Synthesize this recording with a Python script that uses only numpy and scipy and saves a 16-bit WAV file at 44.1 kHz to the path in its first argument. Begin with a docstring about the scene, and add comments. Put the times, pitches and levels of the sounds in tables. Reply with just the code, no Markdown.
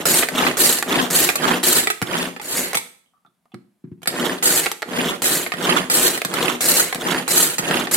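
"""In a small room, a plastic pull-cord vegetable chopper is worked on a wooden table, close by.
Each pull spins the blades through the vegetables, whose many small impacts crunch and excite the
resonances of the bowl. A spring then winds the cord back with a bright ratchet rasp. Handle, pawl and
lid click in damped free vibration. In a pause fingers touch the handle and the bowl knocks on the table."""
import sys
import numpy as np
from scipy import signal
from scipy.fft import rfft, irfft
from scipy.io import wavfile

SR = 44100
rng = np.random.default_rng(int(sys.argv[2]) if len(sys.argv) > 2 else 0)


def unload_audio(sound):
    """Save the sound as a 16-bit wav file, at the path given as the first command line argument."""
    columns = np.transpose(np.atleast_2d(sound))
    # keep every value between -1 and 1, then stretch to whole-number steps
    steps = np.round(np.clip(columns, -1, 1) * 32767)
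    wavfile.write(sys.argv[1], SR, steps.astype(np.int16))


N = 351036
TIME = np.arange(N) / SR

# rewinds of the cord: t/s, spin-up/s, delay until braking/s, braking/s, rattle/dB, rasp/dB, pawl click/dB
REWIND_STROKES = [(0.055, .02, 0.14, 0.039, -24, -18.5, -10), (.57, .04, .135, 0.096, -24.5, -17.5, -15.5),
                  (1.103, 0.046, .135, .1, -24.5, -18.5, -17.5),
                  (1.631, 0.046, .14, 0.068, -24.5, -18, -16), (2.415, .16, .19, 0.15, -27.5, -23.5, -27),
                  (4.426, .05, 0.15, 0.11, -26, -19.5, -17), (5.22, .02, .15, .105, -27, -21, -14),
                  (5.899, .075, .175, 0.11, -24, -18, -16.5), (6.607, .055, .195, 0.081, -25, -18, -16.5),
                  (7.279, 0.063, 0.16, .11, -25, -18, -15), (7.912, .03, 0.17, .11, -25.5, -18.5, -20)]
# resonances of the filled bowl: f/Hz, bandwidth/Hz, lift/dB
BOWL_RESONANCES = [(176, 30, 8.5), (209, 54, -5), (259.4, 52, 6), (370, 70, 5), (435, 30, 0.5),
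                   (489, 8.9, 8), (626, 280, 3), (1250, 73, 0.5), (1822, 67, 2)]
# modes of the plastic lid: f/Hz, level/dB, t60/s
LID_MODES = [(459, -8.5, 0.044), (741, -5, 0.033), (1230, -7.5, 0.037), (1810, -9, 0.026),
             (2180, -3.5, 0.017), (2740, -11.5, 0.0034), (3450, -5, 0.0075), (4090, -24, .009)]
# stereo balance of chopping and handling: f/Hz, left minus right/dB
PULL_BALANCE = [(100, -0.5), (250, 1.5), (400, 1), (700, -1.5), (1400, -4), (2500, -7), (4400, -2),
                (8000, -2.5), (12000, 6.5), (15000, 0)]
# stereo balance of rewinds and clicks: f/Hz, left minus right/dB
REWIND_BALANCE = [(100, -3.5), (330, 2.5), (700, -1.5), (1400, -4.5), (2500, -4.5), (4400, -2),
                  (6500, -0.5), (8400, -5), (11500, 5), (15000, 6)]


def undb(db):
    """Amplitude ratio of a level in decibels."""
    return 10 ** (np.asarray(db) / 20)


def unit(x):
    """Normalisation to an rms of one."""
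    return x / np.sqrt(np.mean(x ** 2))


def convolve(x, response):
    """Convolution: the output of a linear system with this impulse response."""
    return signal.oaconvolve(x, response)[:len(x)]


def band(x, lo_hz, hi_hz, order=3):
    """Butterworth band-pass."""
    edges = [lo_hz, min(hi_hz, SR / 2 - 1)]
    return signal.sosfilt(signal.butter(order, edges, "band", fs=SR, output="sos"), x)


def colour(x, spectrum, resonances=(), size=8192):
    """Minimum-phase filter through (f/Hz, level/dB) points, with resonance peaks on top."""
    hz = np.maximum(np.fft.rfftfreq(size, 1 / SR), 1)
    points_hz, points_db = np.transpose(spectrum)
    db = np.interp(np.log(hz), np.log(points_hz), points_db)
    for centre, width, lift in resonances:
        db = db + lift / (1 + (2 * (hz - centre) / width) ** 2)
    cepstrum = irfft(np.log(undb(db)))
    cepstrum[1:size // 2] *= 2  # folding the cepstrum makes the response causal
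    cepstrum[size // 2 + 1:] = 0
    return convolve(x, irfft(np.exp(rfft(cepstrum)))[:size // 2])


def fade(t60):
    """Exponential decay, lasting until it is 60 dB down."""
    return np.exp(-np.log(1000) * np.arange(int(t60 * SR) + 2) / (t60 * SR))


def diffuse(t60):
    """Diffuse response: dense random arrivals, decaying, of unit energy."""
    decay = fade(t60)
    tail = decay * rng.standard_normal(SR)[:len(decay)]
    return tail / np.linalg.norm(tail)


def ping(hz, t60):
    """Free vibration of one damped mode."""
    decay = fade(t60)
    return decay * np.sin(2 * np.pi * hz * TIME[:len(decay)])


def ring(modes, detune):
    """Modal sum of a struck object, with a peak of one; the pitches vary from blow to blow."""
    out = np.zeros(SR // 2)
    for hz, db, t60 in modes:
        decay = fade(t60)[:len(out)]
        detuned_hz = hz * (1 + detune * rng.standard_normal())
        out[:len(decay)] += undb(db) * decay * np.cos(2 * np.pi * detuned_hz * TIME[:len(decay)])
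    return out / np.abs(out).max()


def add(track, start, sound):
    """Superposition of a sound on a track at a time in seconds."""
    i = max(int(start * SR), 0)
    track[i:i + len(sound)] += sound[:N - i]


def wander(per_second):
    """Random modulation, interpolated between knots, with an rms of one."""
    knots = rng.standard_normal(4000)
    return unit(np.interp(TIME * per_second, np.arange(len(knots)), knots))


def grains(per_second, spread_db):
    """Shot noise: independent tiny impacts of unequal size."""
    hit = rng.random(N) < per_second / SR
    size = undb(spread_db * np.clip(rng.standard_normal(N), -2, 2))
    return unit(hit * size * rng.choice([-1, 1], N))


def teeth(hz, jitter, spread_db):
    """Quasi-periodic impulse train: one impulse per passing tooth or blade, uneven in time and size."""
    stretch, size = rng.standard_normal((2, N))
    at = np.flatnonzero(np.diff(np.floor(np.cumsum(hz) / SR)))
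    late = jitter * stretch[:len(at)] * SR / hz[at]
    out = np.zeros(N)
    out[np.clip(at + late.astype(int), 0, N - 1)] = undb(spread_db * np.clip(size[:len(at)], -2, 1))
    return out


def microphones(x, balance, scatter_t60, scatter_db):
    """Decorrelation: sound from shifting contacts scatters off table and hands, widening the treble."""
    # stereo width: f/Hz, side gain/dB
    width = [(40, 3.5), (140, -13.5), (350, -13), (700, -5.5), (1400, 0.5), (4000, 1.5), (16000, 2.5)]
    near, across, around = (convolve(x * wander(70), diffuse(scatter_t60)) for _ in range(3))
    mid = x + undb(scatter_db) * band(near, 1600, 18000, order=1)
    side = colour((across + around) / np.sqrt(2), width)
    return np.array([colour(mid + sign * side, [(hz, sign * db / 2) for hz, db in balance], size=512)
                     for sign in (1, -1)])


def air():
    """Ambient noise: faint, steady and partly coherent between the two channels."""
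    # spectrum of the room's noise: f/Hz, level/dB
    spectrum = [(18, -40.5), (60, -18.5), (110, -20.5), (174, -3), (240, -8), (330, -20.5), (700, -15),
                (1300, -21.5), (3200, -26.5), (6000, -30.5), (11100, -25.5), (16000, -36.5)]
    shared, left, right = (unit(colour(rng.standard_normal(N), spectrum)) for _ in range(3))
    return undb(-71.5) * (0.76 * shared + .6 * np.array([left, right]))


def pull_envelopes():
    """Power laws: drumming and crunch follow the blade speed, which surges and sinks to a coast."""
    # pulls of the cord: t/s, speeding up/s, slowing down/s, drumming/dB, crunch/dB
    pulls = [(-.2, .12, 0.13, -22.5, -21), (0.308, 0.13, .12, -22, -20), (.855, 0.085, .17, -22, -20.5),
             (1.379, .115, 0.12, -21, -19), (2.05, 0.12, .145, -27, -23.5),
             (4.085, .175, 0.14, -24.5, -23.5), (4.865, .165, .15, -24.5, -24.5),
             (5.562, .16, .145, -22, -20), (6.28, 0.17, 0.12, -23.5, -21), (6.975, .16, .11, -24, -21),
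             (7.599, 0.16, 0.12, -23, -21)]
    take_up_s, coast_s, coast_share = 0.023, .1, 0.16
    drum, crunch = np.zeros((2, N))
    for start, rise, fall, drum_db, crunch_db in pulls:
        end = start + rise + fall
        effort = np.sin(np.interp(TIME, [start, start + rise, end], [0, np.pi / 2, 0])) ** 1.3
        turning = np.interp(TIME, [start - take_up_s, start, end, end + coast_s], [0, 1, 1, 0])
        speed = turning * (coast_share + (1 - coast_share) * effort)
        drum += undb(drum_db) * speed ** .8
        crunch += undb(crunch_db) * speed ** 1.105
    return drum, crunch


def pieces(lo_hz, hi_hz, t60, spread_db, count=1100):
    """Impact excitation: hard pieces hit blades and wall, each ringing briefly at its own pitch."""
    track = np.zeros(N)
    for when, pitch, size in rng.random((count, 3)):
        hz = lo_hz * (hi_hz / lo_hz) ** pitch
        add(track, when * TIME[-1], undb(spread_db * size ** 2) * ping(hz, t60))
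    return unit(track)


def chopping():
    """Source and filter: each blade pass is a cluster of cuts, and flung pieces drum on the bowl."""
    # spectrum of the chopping: f/Hz, level/dB
    spectrum = [(18, -63.5), (30, -37), (98, -17.5), (165, -1), (210, 0.5), (245, 0.5), (355, -1.5),
                (512, -3.5), (1810, -6.5), (2610, -13), (3220, -11), (5590, -18), (6720, -15),
                (12000, -18.5), (16000, -30)]
    drum, crunch = pull_envelopes()
    speed = np.sqrt(drum / drum.max())
    passes = unit(convolve(teeth(40 + 70 * speed, jitter=0.34, spread_db=1), fade(0.047)))
    cuts = unit(grains(per_second=900 + 2000 * speed, spread_db=-1.5) * (0.99 + .5 * passes))
    wet_hiss = grains(per_second=6300, spread_db=0.5)
    thuds = grains(per_second=600 + 700 * speed, spread_db=2.0)
    body = unit(band(colour(thuds, spectrum, BOWL_RESONANCES), 28, 800))
    cutting = band(colour(cuts, spectrum, BOWL_RESONANCES), 800, 4400)
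    cutting += undb(-1.5) * band(colour(wet_hiss, spectrum), 4800, 18000)
    hits = pieces(lo_hz=800, hi_hz=2817, t60=0.009, spread_db=17)
    dry = undb(-0.8) * drum * body + crunch * (undb(-4.5) * unit(cutting) + undb(-11.0) * hits)
    return microphones(dry, PULL_BALANCE, scatter_t60=0.005, scatter_db=-3.5)


def rewind_envelopes():
    """Exponential growth and decay: the spring jerks the spool up to speed, then the hand brakes it."""
    spin_up_db_per_s, rattle_brake_db_per_s, rasp_brake_db_per_s = 85, 98.5, 170
    attack_s, rattle_release_s, rasp_release_s = .003, .03, .012
    rattle, rasp = np.zeros((2, N))
    t = TIME[:SR]
    for start, spin_up, brake_at, brake, rattle_db, rasp_db, _ in REWIND_STROKES:
        running = np.minimum(t / attack_s, 1) * undb(-spin_up_db_per_s * np.maximum(spin_up - t, 0))
        braked_s = np.clip(t - brake_at, 0, brake)
        stopped_s = np.maximum(t - brake_at - brake, 0)
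        for track, db, db_per_s, release_s in (
                (rattle, rattle_db, rattle_brake_db_per_s, rattle_release_s),
                (rasp, rasp_db, rasp_brake_db_per_s, rasp_release_s)):
            add(track, start, running * undb(db - db_per_s * braked_s) * np.exp(-stopped_s / release_s))
    return rattle, rasp


def rewinding():
    """Friction and repeated impact: the cord scrapes through the eyelet as the pawl skips its teeth."""
    # spectrum of the rasp: f/Hz, level/dB
    rasp_spectrum = [(2000, -19), (3000, -9), (4100, -4), (4930, -8), (5600, -11.5), (7620, -2), (8700, -1),
                     (9600, -5), (11900, -3.5), (15100, -15), (16000, -15)]
    # resonances of spring and spool: f/Hz, bandwidth/Hz, lift/dB
    spool_resonances = [(5750, 860, 3), (6900, 98, 9), (7900, 220, 0.5), (8630, 640, -0.5), (8650, 250, 1),
                        (9660, 440, -5), (9970, 160, 5), (12500, 320, 3)]
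    # spectrum of the rattling housing: f/Hz, level/dB
    housing_spectrum = [(18, -58), (30, -15), (108, -17), (164, -6.5), (211, -8), (356, -2.5), (439, -6),
                        (1040, -10), (1790, -7.5), (2070, -10), (3570, -13), (4050, -10.5), (4500, -12.5),
                        (5850, -52.5), (9900, -120)]
    rattle, rasp = rewind_envelopes()
    speed = np.sqrt(rasp / rasp.max())
    pawl = teeth(70 + 170 * speed, jitter=.2, spread_db=7.0)
    bursts = unit(convolve(pawl, fade(.015)))  # every skip sets off a burst of scraping
    scrape = grains(per_second=18000, spread_db=1.5) * (1 + .45 * bursts)
    # the steel spring rings along; a random crossfade shifts its many close modes
    coil = 2 * wander(7.2)
    spring = np.cos(coil) * convolve(scrape, diffuse(0.043))
    spring += np.sin(coil) * convolve(scrape, diffuse(.05))
    bright = unit(band(colour(scrape + undb(-9) * spring, rasp_spectrum, spool_resonances), 3700, 19000))
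    shaking = .5 * unit(pawl) + grains(per_second=3500, spread_db=-2.5)
    body = unit(band(colour(shaking, housing_spectrum, BOWL_RESONANCES), 13, 4100))
    dry = undb(-2.5) * rasp * bright + undb(1.64) * rattle * body
    return microphones(dry, REWIND_BALANCE, scatter_t60=0.04, scatter_db=-2.0)


def clicking():
    """Impact and rebound of hard plastic: the struck part and the lid ring under a bright snap."""
    # clicks of handle, pawl and lid: t/s, level/dB, treble snap/dB, f/Hz of the strongest ring
    clicks = [(.226, -10.5, -32.5, 2420), (.232, -7.5, -27, 1810), (.287, -11, -18, 2200),
              (.467, -5, -38, 1540), (.786, -20, -17, 1860), (.826, -7.5, -11.5, 1790),
              (1.29, -5, -12, 2460), (1.3, -12.5, -13.5, 1920), (1.356, -13.5, -11.5, 1306),
              (1.872, -7, -17, 2310), (1.902, -10, -15, 1790), (2.017, -11, -21, 1300),
              (2.025, -13.5, -19.5, 1700), (2.364, -23, -39, 1750), (2.398, -21.5, -39, 900),
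              (2.732, -14.5, -17, 1900), (2.746, -12.5, -19, 2560), (2.752, -10.5, -9, 1216),
              (2.771, -17.5, -14.5, 2280), (3.544, -30, -46, 1300), (4.019, -39, -44, 1300),
              (4.031, -28, -30.5, 3100), (4.058, -21, -29, 1850), (4.074, -12.5, -11.5, 1830),
              (4.66, -12, -18, 2080), (4.665, -7.5, -33, 2708), (4.716, -14.5, -14.5, 1270),
              (4.821, -16, -26, 1700), (4.828, -12, -33, 1890), (5.161, -30, -52, 1019),
              (5.464, -13, -36, 2165), (5.52, -10.5, -25.5, 2460), (5.538, -16.5, -28, 1520),
              (6.176, -18, -20, 1104), (6.218, -10, -19, 2480), (6.249, -12.5, -14.5, 1530),
              (6.339, -14.5, -16, 1370), (6.927, -11, -24, 2000), (6.947, -17, -15, 1670),
              (6.957, -18, -26, 770), (7.445, -16, -30, 2191), (7.583, -15, -15, 1943),
              (7.59, -15.5, -18, 1162), (7.711, -9, -23, 3130), (7.872, -14.5, -37, 1897)]
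    # spectrum of the snap: f/Hz, level/dB
    snap_spectrum = [(1500, -25), (4000, -6), (5500, -9.5), (8000, -5.5), (10000, -8), (12500, -9),
                     (16000, -21.5)]
    pawl_releases = [(start, db, db, 1410) for start, *_, db in REWIND_STROKES]
    track = np.zeros(N)
    for start, db, snap_db, hz in clicks + pawl_releases:
        add(track, start, undb(db + 6.0) * band(ring(LID_MODES, detune=.11), 250, 5000, order=2))
        add(track, start, undb(db - 4.0) * ping(hz, t60=0.011))
        rebound = start + rng.uniform(.002, 0.0047)
        add(track, rebound, undb(db + 0.5) * band(ring(LID_MODES, detune=.11), 250, 3500, order=2))
        snap = colour(np.pad(diffuse(0.018), (0, SR // 50)), snap_spectrum, size=512)
        add(track, start, undb(snap_db + 26.5) * snap)
    return microphones(track, REWIND_BALANCE, scatter_t60=0.066, scatter_db=-10.5)


def knocking():
    """Damped free vibration: the bowl's foot bumps the table, both boom briefly and the lid shivers."""
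    # knocks of the bowl: t/s, level/dB, relative thud of the table top/dB
    knocks = [(2.018, -13, -5), (2.028, -33, -16), (2.752, -25, -18), (3.248, -55.5, -20),
              (3.275, -54, -20), (3.537, -25.5, -23), (3.546, -25, -20), (3.585, -44, -22),
              (3.614, -54, -22), (3.84, -22.5, -21), (3.872, -32, -20.5), (3.915, -23.5, -5),
              (3.975, -39, -18), (4.025, -37, -16), (4.075, -23.5, -30), (5.536, -24, -17),
              (6.251, -19, -22), (6.951, -21, -22), (7.591, -16.5, -28)]
    # modes of the bowl standing on the table: f/Hz, level/dB, t60/s
    standing_modes = [(126.6, -4.5, 0.22), (171.5, 10, 0.067), (209, 0, 0.092), (263.5, 3, 0.14),
                      (352, 0, 0.17)]
    track = np.zeros(N)
    for start, db, thud_db in knocks:
        add(track, start, undb(db + 4.5) * band(ring(standing_modes, detune=0.013), 130, 357, order=4))
        add(track, start, undb(db + thud_db) * band(ping(hz=110, t60=0.058), 99, 260, order=2))
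        add(track, start, undb(db + 1) * band(diffuse(0.074), 607, 1800, order=2))
    return track


def touching():
    """Frictional excitation: fingers rub the handle and keep feeding a resonance, blurring its ring."""
    # touches of the handle: t/s, level/dB, f/Hz, t60/s
    touches = [(3.06, -62, 3320, 0.28), (3.136, -52.5, 1275, 0.28), (3.249, -42, 1370, 0.087),
               (3.263, -44, 1330, 0.077), (3.263, -51, 3800, 0.063), (3.456, -41, 970, 0.014),
               (3.519, -44, 3200, .04)]
    track = np.zeros(N)
    for start, db, hz, t60 in touches:
        rub = unit(band(rng.standard_normal(SR // 2), hz * 0.903, hz * 1.01, order=2))
        decay = fade(t60)
        add(track, start, undb(db - 9.5) * decay * rub[-len(decay):])
        add(track, start, undb(db + 7) * band(ring(LID_MODES, detune=0.054), 680, 1300, order=2))
    return track


def room(dry, t60, wet_db):
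    """Reverberation of a small hard-walled room; its long waves reach both microphones alike."""
    walls = [(60, -10), (200, 6.5), (1000, -3.5), (4000, -2), (9000, -1.5), (16000, -5.5)]  # f/Hz, level/dB
    gap = np.zeros(int(.007 * SR))
    left, right = (colour(convolve(channel, np.r_[gap, diffuse(t60)]), walls) for channel in dry)
    mid = (left + right) / 2
    side = band((left - right) / 2, 550, 20000, order=1)
    return dry + undb(wet_db) * np.array([mid + side, mid - side])


def scene():
    """Superposition of the chopper's direct sound, its reverberation and the ambient noise."""
    chopper = chopping() + rewinding() + clicking()
    handling = microphones(touching() + knocking(), PULL_BALANCE, scatter_t60=0.045, scatter_db=1.5)
    return room(chopper + handling, t60=0.43, wet_db=-9) + air()


def record(dry):
    """Soft saturation rounds the highest peaks; a steep low-pass cuts the top."""
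    low_pass = signal.ellip(10, .2, 80, 15900, fs=SR, output="sos")
    return signal.sosfilt(low_pass, 1.047 * np.tanh(dry / 1.174))


dry = scene()
out = record(dry)
unload_audio(out)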